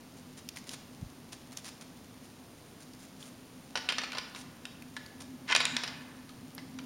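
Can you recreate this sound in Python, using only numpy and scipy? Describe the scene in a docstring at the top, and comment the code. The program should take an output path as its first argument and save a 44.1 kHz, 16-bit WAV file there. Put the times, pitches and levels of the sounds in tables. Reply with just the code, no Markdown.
"""A snowy clearing at the edge of a conifer wood, where deer feed.
Hooves crunch the frozen crust (crumbling grains) and snap brittle pieces (short resonant crackles).
Two stags knock and rub antlers: noise bursts and slips ring tine resonances; the trunks scatter each clack.
A far engine hums (resonated noise) over a low rumble and a faint steady hiss (coloured noise).
The microphone is bumped once: a few smooth pressure swings."""
import sys
import numpy as np
from scipy import signal
from scipy.fft import rfft, irfft, next_fast_len
from scipy.io import wavfile

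SR = 44100
rng = np.random.default_rng(int(sys.argv[2]) if len(sys.argv) > 2 else 0)


def log_audio(samples):
    """Write samples as a 16-bit WAV file to the path given in sys.argv[1]."""
    # one column per channel
    frames = np.atleast_2d(samples).T
    # limit to full scale, then quantise
    limited = np.clip(frames, -1, 1)
    pcm = np.round(limited * 32767).astype(np.int16)
    wavfile.write(sys.argv[1], SR, pcm)


N = 302085
TIME_S = np.arange(N) / SR

# still air and recorder hiss, spectrum: [f/Hz, density/dB per Hz]
HISS_SPECTRUM = [(100, -4.5), (450, 1.5), (950, -2.5), (1600, -7.5), (5000, -11), (7000, -13), (9500, -13),
                 (11500, -18), (16000, -20)]
# far engine's hum before its gain: [t/s, level/dB]
ENGINE_SWELL = [(0.0, -54), (2.35, -57), (5.04, -54), (5.46, -46.5), (5.67, -52), (5.76, -39.5), (5.8, -50),
                (6.22, -54), (6.85, -42)]
# low rumble, spectrum: [f/Hz, density/dB per Hz]
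RUMBLE_SPECTRUM = [(20, -30), (45, -19), (62, -6), (80, -1.5), (110, 0.5), (150, -6), (210, 1.5), (330, -3),
                   (450, -13), (800, -34.5)]
# echo of the wood, decay: [f/Hz, t60/s]; a negative t60 makes the band grow
WOOD_DECAY = [(300, 1.5), (1200, 1.7), (3000, 0.9), (6000, 0.75), (12000, -1.5)]
# echo of the wood, strength: [f/Hz, level/dB]
WOOD_STRENGTH = [(300, -9), (1200, -4.5), (3000, -5.5), (6000, -5.5), (12000, -15.5)]
# hooves pressing into the crust: [t/s, mid-band level/dB, length/s]
HOOF_STEPS = [(0.166, -63, .04), (0.367, -55, 0.035), (0.556, -51, 0.04), (0.665, -53, 0.098),
              (0.734, -48, 0.014), (1.3205, -47, 0.016), (1.518, -54, 0.016), (1.565, -53.5, 0.035),
              (1.638, -49.5, 0.074), (1.81, -50.5, 0.011), (2.231, -65, 0.044), (2.8, -59.5, 0.043),
              (2.987, -62, 0.092), (3.188, -59, 0.14), (4.356, -54.5, 0.084), (5.201, -51, 0.031)]
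# crushed snow, spectrum: [f/Hz, density/dB per Hz]
SNOW_SPECTRUM = [(200, -26), (600, -0.5), (1200, -2), (4500, -0.5), (7000, 1.5), (10000, 0), (12000, -15.5),
                 (16000, -14)]
# brittle snaps of ice and feed: [t/s, peak level/dB, f/Hz]
BRITTLE_SNAPS = [(0.4875, -23.5, 4940), (0.5694, -30, 2000), (0.6908, -27.5, 4570), (1.5713, -23.5, 5640),
                 (2.9332, -42.5, 5100), (3.2257, -35, 3400), (4.8209, -35.5, 2270), (5.061, -36.5, 4400),
                 (6.548, -35, 11500)]
# harder snaps are broader: [peak level/dB, width/f]
SNAP_BREADTH = [(-34, 0.12), (-28, 0.58)]
# soft bumps on the microphone: [t/s, peak level/dB, f/Hz]
MIC_BUMPS = [(1.02, -45, 69.6), (1.0298, -28.5, 131), (1.046, -47, 45), (1.067, -40, 88)]
# antler on antler: [t/s, mid-band level/dB, chatter t60/s, struck tine f/Hz]
ANTLER_KNOCKS = [(3.7553, -31.5, .085, 1700), (3.774, -35, 0.038, 480), (3.8887, -24.5, .038, 3050),
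                 (3.899, -35.5, 0.053, 1480), (3.923, -34, 0.046, 2950), (3.983, -28.5, 0.044, 2060),
                 (4.0165, -40, 0.054, 2640), (4.0359, -35.5, 0.05, 1000), (4.12, -39, 0.02, 2750),
                 (4.1305, -41.5, 0.053, 1460), (4.1492, -40.5, .08, 1000), (4.1714, -40, 0.05, 1020),
                 (4.1835, -32, 0.032, 2700), (4.3485, -45, 0.046, 975), (4.361, -44.5, .03, 2450),
                 (4.6537, -38, 0.018, 3340), (4.9661, -37.5, 0.039, 1650), (5.5003, -37.5, 0.13, 1750),
                 (5.5505, -21.5, 0.067, 2560), (5.5626, -20, 0.0089, 9700), (5.604, -26.5, 0.055, 3830),
                 (5.6536, -22.5, 0.011, 2500), (5.7663, -25, 0.024, 5300), (5.836, -31, 0.044, 3900),
                 (5.877, -37, 0.043, 3300), (6.2927, -48.5, 0.028, 3070), (6.58, -44, 0.059, 2410),
                 (6.7877, -40.5, 0.027, 2780)]
# resonances of the antlers: [f/Hz, width/Hz, level/dB]
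TINE_MODES = [(477, 80, -18), (814, 79, -16), (1010, 32, 4), (1280, 51, 2), (1460, 41, 6), (1676, 134, 2),
              (1725, 61, 6), (2060, 36, 12), (2415, 360, 0.5), (2453, 120, 12), (2820, 290, -0.5),
              (3162, 48, 13), (3830, 120, 0.5), (4540, 92, -17), (4710, 70, -1), (5570, 370, 12.5),
              (8740, 1800, -0.5), (9700, 310, 5)]
# dry antler contact, spectrum: [f/Hz, density/dB per Hz]
CONTACT_SPECTRUM = [(200, -19), (450, -6.5), (1200, -1.5), (3000, -3.5), (4200, -2.5), (6000, -6.5),
                    (7000, 0.5), (10300, -7), (11800, -20), (16000, -16)]
# bass, then treble of a knock: [level/dB re mid, slope/dB per dB of force, slope/dB per doubling of t60]
BASS_OF_KNOCK = (-10.0, -0.26, 6.0)
TREBLE_OF_KNOCK = (-12.5, -0.098, -4.0)


def from_db(db):
    """Decibels to gain."""
    return 10 ** (np.asarray(db) / 20)


def rms_one(x):
    """Scale to unit power."""
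    return x / np.sqrt(np.mean(x ** 2) + 1e-20)


def at_hz(points, hz):
    """Read a table on a log-frequency axis."""
    points = np.array(points)
    return np.interp(np.log(np.maximum(hz, 1)), np.log(points[:, 0]), points[:, 1])


def coloured(x, spectrum):
    """Filter a steady noise by a spectrum; rms 1."""
    size = next_fast_len(len(x))
    hz = np.arange(size // 2 + 1) * SR / size
    shaped = rfft(x, size) * from_db(at_hz(spectrum, hz))
    return rms_one(irfft(shaped, size)[:len(x)])


def band(x, low_hz, high_hz):
    """Butterworth band-pass."""
    sos = signal.butter(2, [low_hz, min(high_hz, SR / 2 - 1)], "band", fs=SR, output="sos")
    return signal.sosfilt(sos, x + 1e-18)


def resonance(x, hz, width_hz):
    """Two-pole resonance with gain 1 on top."""
    r = np.exp(-np.pi * width_hz / SR)
    zeros = np.array([1, 0, -1]) * (1 - r * r) / 2
    poles = [1, -2 * r * np.cos(2 * np.pi * hz / SR), r * r]
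    return signal.lfilter(zeros, poles, x + 1e-18)


def grains(per_s, spread_db):
    """Random tiny fractures of uneven size."""
    sizes = from_db(spread_db * np.minimum(rng.exponential(1, N), 4))
    return sizes * rng.choice([-1, 1], N) * (rng.random(N) < per_s / SR)


def registers(x, splits_hz):
    """Bass, middle and treble of a texture, each at rms 1."""
    size = next_fast_len(N)
    spectrum = rfft(x, size)
    register = np.digitize(np.fft.rfftfreq(size, 1 / SR), splits_hz)
    return np.array([rms_one(irfft(spectrum * (register == k), size)[:N]) for k in range(3)])


def add(out, s, sound):
    """Mix a short sound in at time s."""
    start = max(round(s * SR), 0)
    out[start:start + len(sound)] += sound[:max(N - start, 0)]


def burst(texture, s, db, bass_db, treble_db, envelope):
    """A stretch of texture with its own tone balance (dB re mid), under an envelope."""
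    piece = np.take(texture, round(s * SR) + np.arange(len(envelope)), axis=1, mode="wrap")
    power = np.average(piece ** 2, axis=1, weights=envelope ** 2 + 1e-12)
    gains = from_db(db + np.array([bass_db, 0, treble_db])) / np.sqrt(power)
    return gains @ piece * envelope


def hiss(level_db=-56.5):
    """Steady coloured noise of still air and recorder."""
    return from_db(level_db) * coloured(rng.standard_normal(N), HISS_SPECTRUM)


def engine(hum_hz=253, hum_width_hz=27, hum_gain_db=-1.2, drone_hz=150, drone_width_hz=80,
           drone_db=-56.5, drone_follows=0.67, rumble_db=-57, rumble_follows=0.14):
    """Twice-resonated noise as wavering hum and drone over a rumble; both follow a share of the hum's swing."""
    s, db = np.transpose(ENGINE_SWELL)
    hum_db = np.interp(TIME_S, s, db)
    swell_db = hum_db - db.mean()
    noise = rng.standard_normal((3, N))
    hum = rms_one(resonance(resonance(noise[0], hum_hz, hum_width_hz), hum_hz, hum_width_hz))
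    drone = rms_one(resonance(resonance(noise[1], drone_hz, drone_width_hz), drone_hz, drone_width_hz))
    rumble = coloured(noise[2], RUMBLE_SPECTRUM)
    return (hum * from_db(hum_gain_db + hum_db)
            + drone * from_db(drone_db + drone_follows * swell_db)
            + rumble * from_db(rumble_db + rumble_follows * swell_db))


def herd(ticks_per_s=60, level_db=-70, spread_db=2.8):
    """Faint ticking of the animals farther back, shifting and nibbling."""
    return from_db(level_db) * rms_one(band(grains(ticks_per_s, spread_db), 2500, 9400))


def wood(x, near_db=13.0, near_t60_s=0.25, build_s=0.049):
    """Dense trunk echoes, near ones then a long tail; the top two bands instead swell up to the 2 s cut."""
    t, response = TIME_S[:2 * SR], 0
    edges_hz = 200 * 2 ** (np.arange(11) * 2 / 3)
    echoes = rng.standard_normal((2, len(t)))
    for k, (low, high) in enumerate(zip(edges_hz, edges_hz[1:])):
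        hz = np.sqrt(low * high)
        fade = from_db(-60 * t / at_hz(WOOD_DECAY, hz)) + from_db(near_db - 60 * t / near_t60_s)
        tail = band(echoes[k % 2] * fade * (1 - np.exp(-t / build_s)), low, high)
        # equal energy per Hz before the strength table
        flat = np.sqrt(2 * (high - low) / SR / np.sum(tail ** 2))
        response = response + from_db(at_hz(WOOD_STRENGTH, hz)) * tail * flat
    return signal.fftconvolve(x, response)[:N]


def steps(grains_per_s=1800, rise_share=0.12, hold_share=0.71, release_t60_s=0.062,
          usual_db=-53, bass_db=-5.5, usual_treble_db=0.3, fineness_db_per_db=0.24):
    """Crust crumbles while the hoof sinks, then crumbs settle; light steps break only the finest crystals."""
    texture = registers(coloured(grains(grains_per_s, spread_db=3.0), SNOW_SPECTRUM), splits_hz=[1800, 6000])
    out, t = np.zeros(N), TIME_S[:SR // 4]
    for s, db, length_s in HOOF_STEPS:
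        rise = np.minimum(t / (rise_share * length_s), 1)
        release = from_db(-60 * np.maximum(t - hold_share * length_s, 0) / release_t60_s)
        treble_db = usual_treble_db + fineness_db_per_db * (usual_db - db)
        add(out, s, burst(texture, s, db, bass_db, treble_db, rise * release))
    return out


def snaps(t60_s=0.016, splinter_db=-17, delay_s=0.0013):
    """A brittle piece breaks: a few milliseconds of crackle round its own pitch."""
    out, t = np.zeros(N), TIME_S[:SR // 20]
    for s, db, hz in BRITTLE_SNAPS:
        splinter = rng.standard_normal(len(t)) * from_db(-60 * t / t60_s)
        width = np.interp(db, *np.transpose(SNAP_BREADTH))
        crack = resonance(splinter, hz, width * hz) + from_db(splinter_db) * splinter
        crack = band(crack, 0.35 * hz, 12800)   # small pieces radiate no bass
        add(out, s + delay_s, from_db(db) * crack / np.abs(crack).max())
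    return out


def bumps():
    """One dull swing of pressure per touch."""
    out = np.zeros(N)
    for s, db, hz in MIC_BUMPS:
        swing = np.minimum((np.pi * hz * (TIME_S - s)) ** 2, 50)
        out += from_db(db) * (1 - 2 * swing) * np.exp(-swing)
    return out


def near_tine(hz, emphasis_db, reach=0.18):
    """Modes close to the pitch of the touched tine ring most: dB per mode."""
    distance = np.log(np.array(TINE_MODES)[:, 0] / hz) / reach
    return emphasis_db * np.exp(-distance ** 2)


def antler_ring(x, strengths_db, detune=1):
    """The modes of the tines, each shaken with a strength of its own, in alternating sign."""
    out = np.zeros(len(x))
    for k, (hz, width_hz, db) in enumerate(TINE_MODES):
        out += (-1) ** k * from_db(db + strengths_db[k]) * resonance(x, hz * detune, width_hz)
    return out


def strikes(rebound_s=0.012, spread_octaves=0.4, loss_db=19, rebound_t60_s=0.05):
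    """Antlers spring apart and touch again: every knock and its softer rebound, in knock columns."""
    delays_s = rebound_s * 2 ** (spread_octaves * rng.standard_normal(len(ANTLER_KNOCKS)))
    rows = []
    for (s, db, t60_s, hz), delay_s in zip(ANTLER_KNOCKS, delays_s):
        rows += [(s, db, t60_s, hz), (s + delay_s, db - loss_db, rebound_t60_s, hz)]
    return rows


def knock_tone(db, t60_s, usual_db=-35, usual_t60_s=0.04):
    """Force thins the bass and slightly dulls; longer chatter is hollower: bass and treble, dB re mid."""
    force_db, doublings = db - usual_db, np.log2(t60_s / usual_t60_s)
    return [usual + per_db * force_db + per_doubling * doublings
            for usual, per_db, per_doubling in (BASS_OF_KNOCK, TREBLE_OF_KNOCK)]


def knocks(crack_db=0.5, crack_t60_s=0.005, ring_db=-1.5, tine_db=9, uneven_db=7.5, detune=0.028):
    """Each knock is a hard crack and a brief chatter of the two beams, which sets the tines ringing."""
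    texture = registers(coloured(rng.standard_normal(N), CONTACT_SPECTRUM), splits_hz=[1200, 6000])
    out, t = np.zeros(N), TIME_S[:SR // 7]
    for s, db, t60_s, hz in strikes():
        luck = rng.standard_normal(len(TINE_MODES) + 1)
        envelope = from_db(-60 * t / t60_s) + from_db(crack_db - 60 * t / crack_t60_s)
        contact = burst(texture, s, db, *knock_tone(db, t60_s), envelope)
        # the grip of the other antler shifts the modes a little from blow to blow
        strengths_db = near_tine(hz, tine_db) + uneven_db * luck[1:]
        ring = antler_ring(contact, strengths_db, 1 + detune * luck[0])
        # the tines take up a set share of the energy of the blow
        add(out, s, contact + from_db(ring_db) * np.std(contact) * rms_one(ring))
    return band(out, 305, 11000)


def slide(start_s=5.485, length_s=0.045, start_db=-44, swell_db_per_s=339, attack_db_per_s=1200,
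          release_db_per_s=3700, slips_per_s=800, top_hz=3900, ring_db=1.5, tine_hz=1800, tine_db=8.5):
    """Rough tines catch and slip many times as they slide, ever harder, and rasp in their own resonances."""
    t = TIME_S - start_s
    pressure_db = (start_db + attack_db_per_s * np.minimum(t, 0) + swell_db_per_s * np.clip(t, 0, length_s)
                   - release_db_per_s * np.maximum(t - length_s, 0))
    slips = rms_one(band(coloured(grains(slips_per_s, spread_db=0.5), CONTACT_SPECTRUM), 960, top_hz))
    rasp = slips * from_db(np.maximum(pressure_db, -149.5))
    return rasp + antler_ring(rasp, ring_db + near_tine(tine_hz, tine_db, reach=0.26))


def scene(hooves_echo_db=-1.0, snaps_echo_db=-7.0):
    """Antlers and hooves in the clearing with their echo, over the steady background."""
    background = hiss() + engine()
    hooves = herd() + steps()
    ice = snaps()
    antlers = knocks() + slide()
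    echo = wood(antlers + from_db(hooves_echo_db) * hooves + from_db(snaps_echo_db) * ice)
    return (background + hooves + ice + bumps() + antlers + echo)[None]


def record(dry, notch_hz=7870, notch_width_hz=820, cutoff_hz=15900):
    """The camera has a narrow notch in the treble (its resonance subtracted) and a steep top cut."""
    notched = dry - resonance(dry, notch_hz, notch_width_hz)
    return signal.sosfilt(signal.ellip(12, .1, 80, cutoff_hz, fs=SR, output="sos"), notched)


dry = scene()
out = record(dry)
log_audio(out)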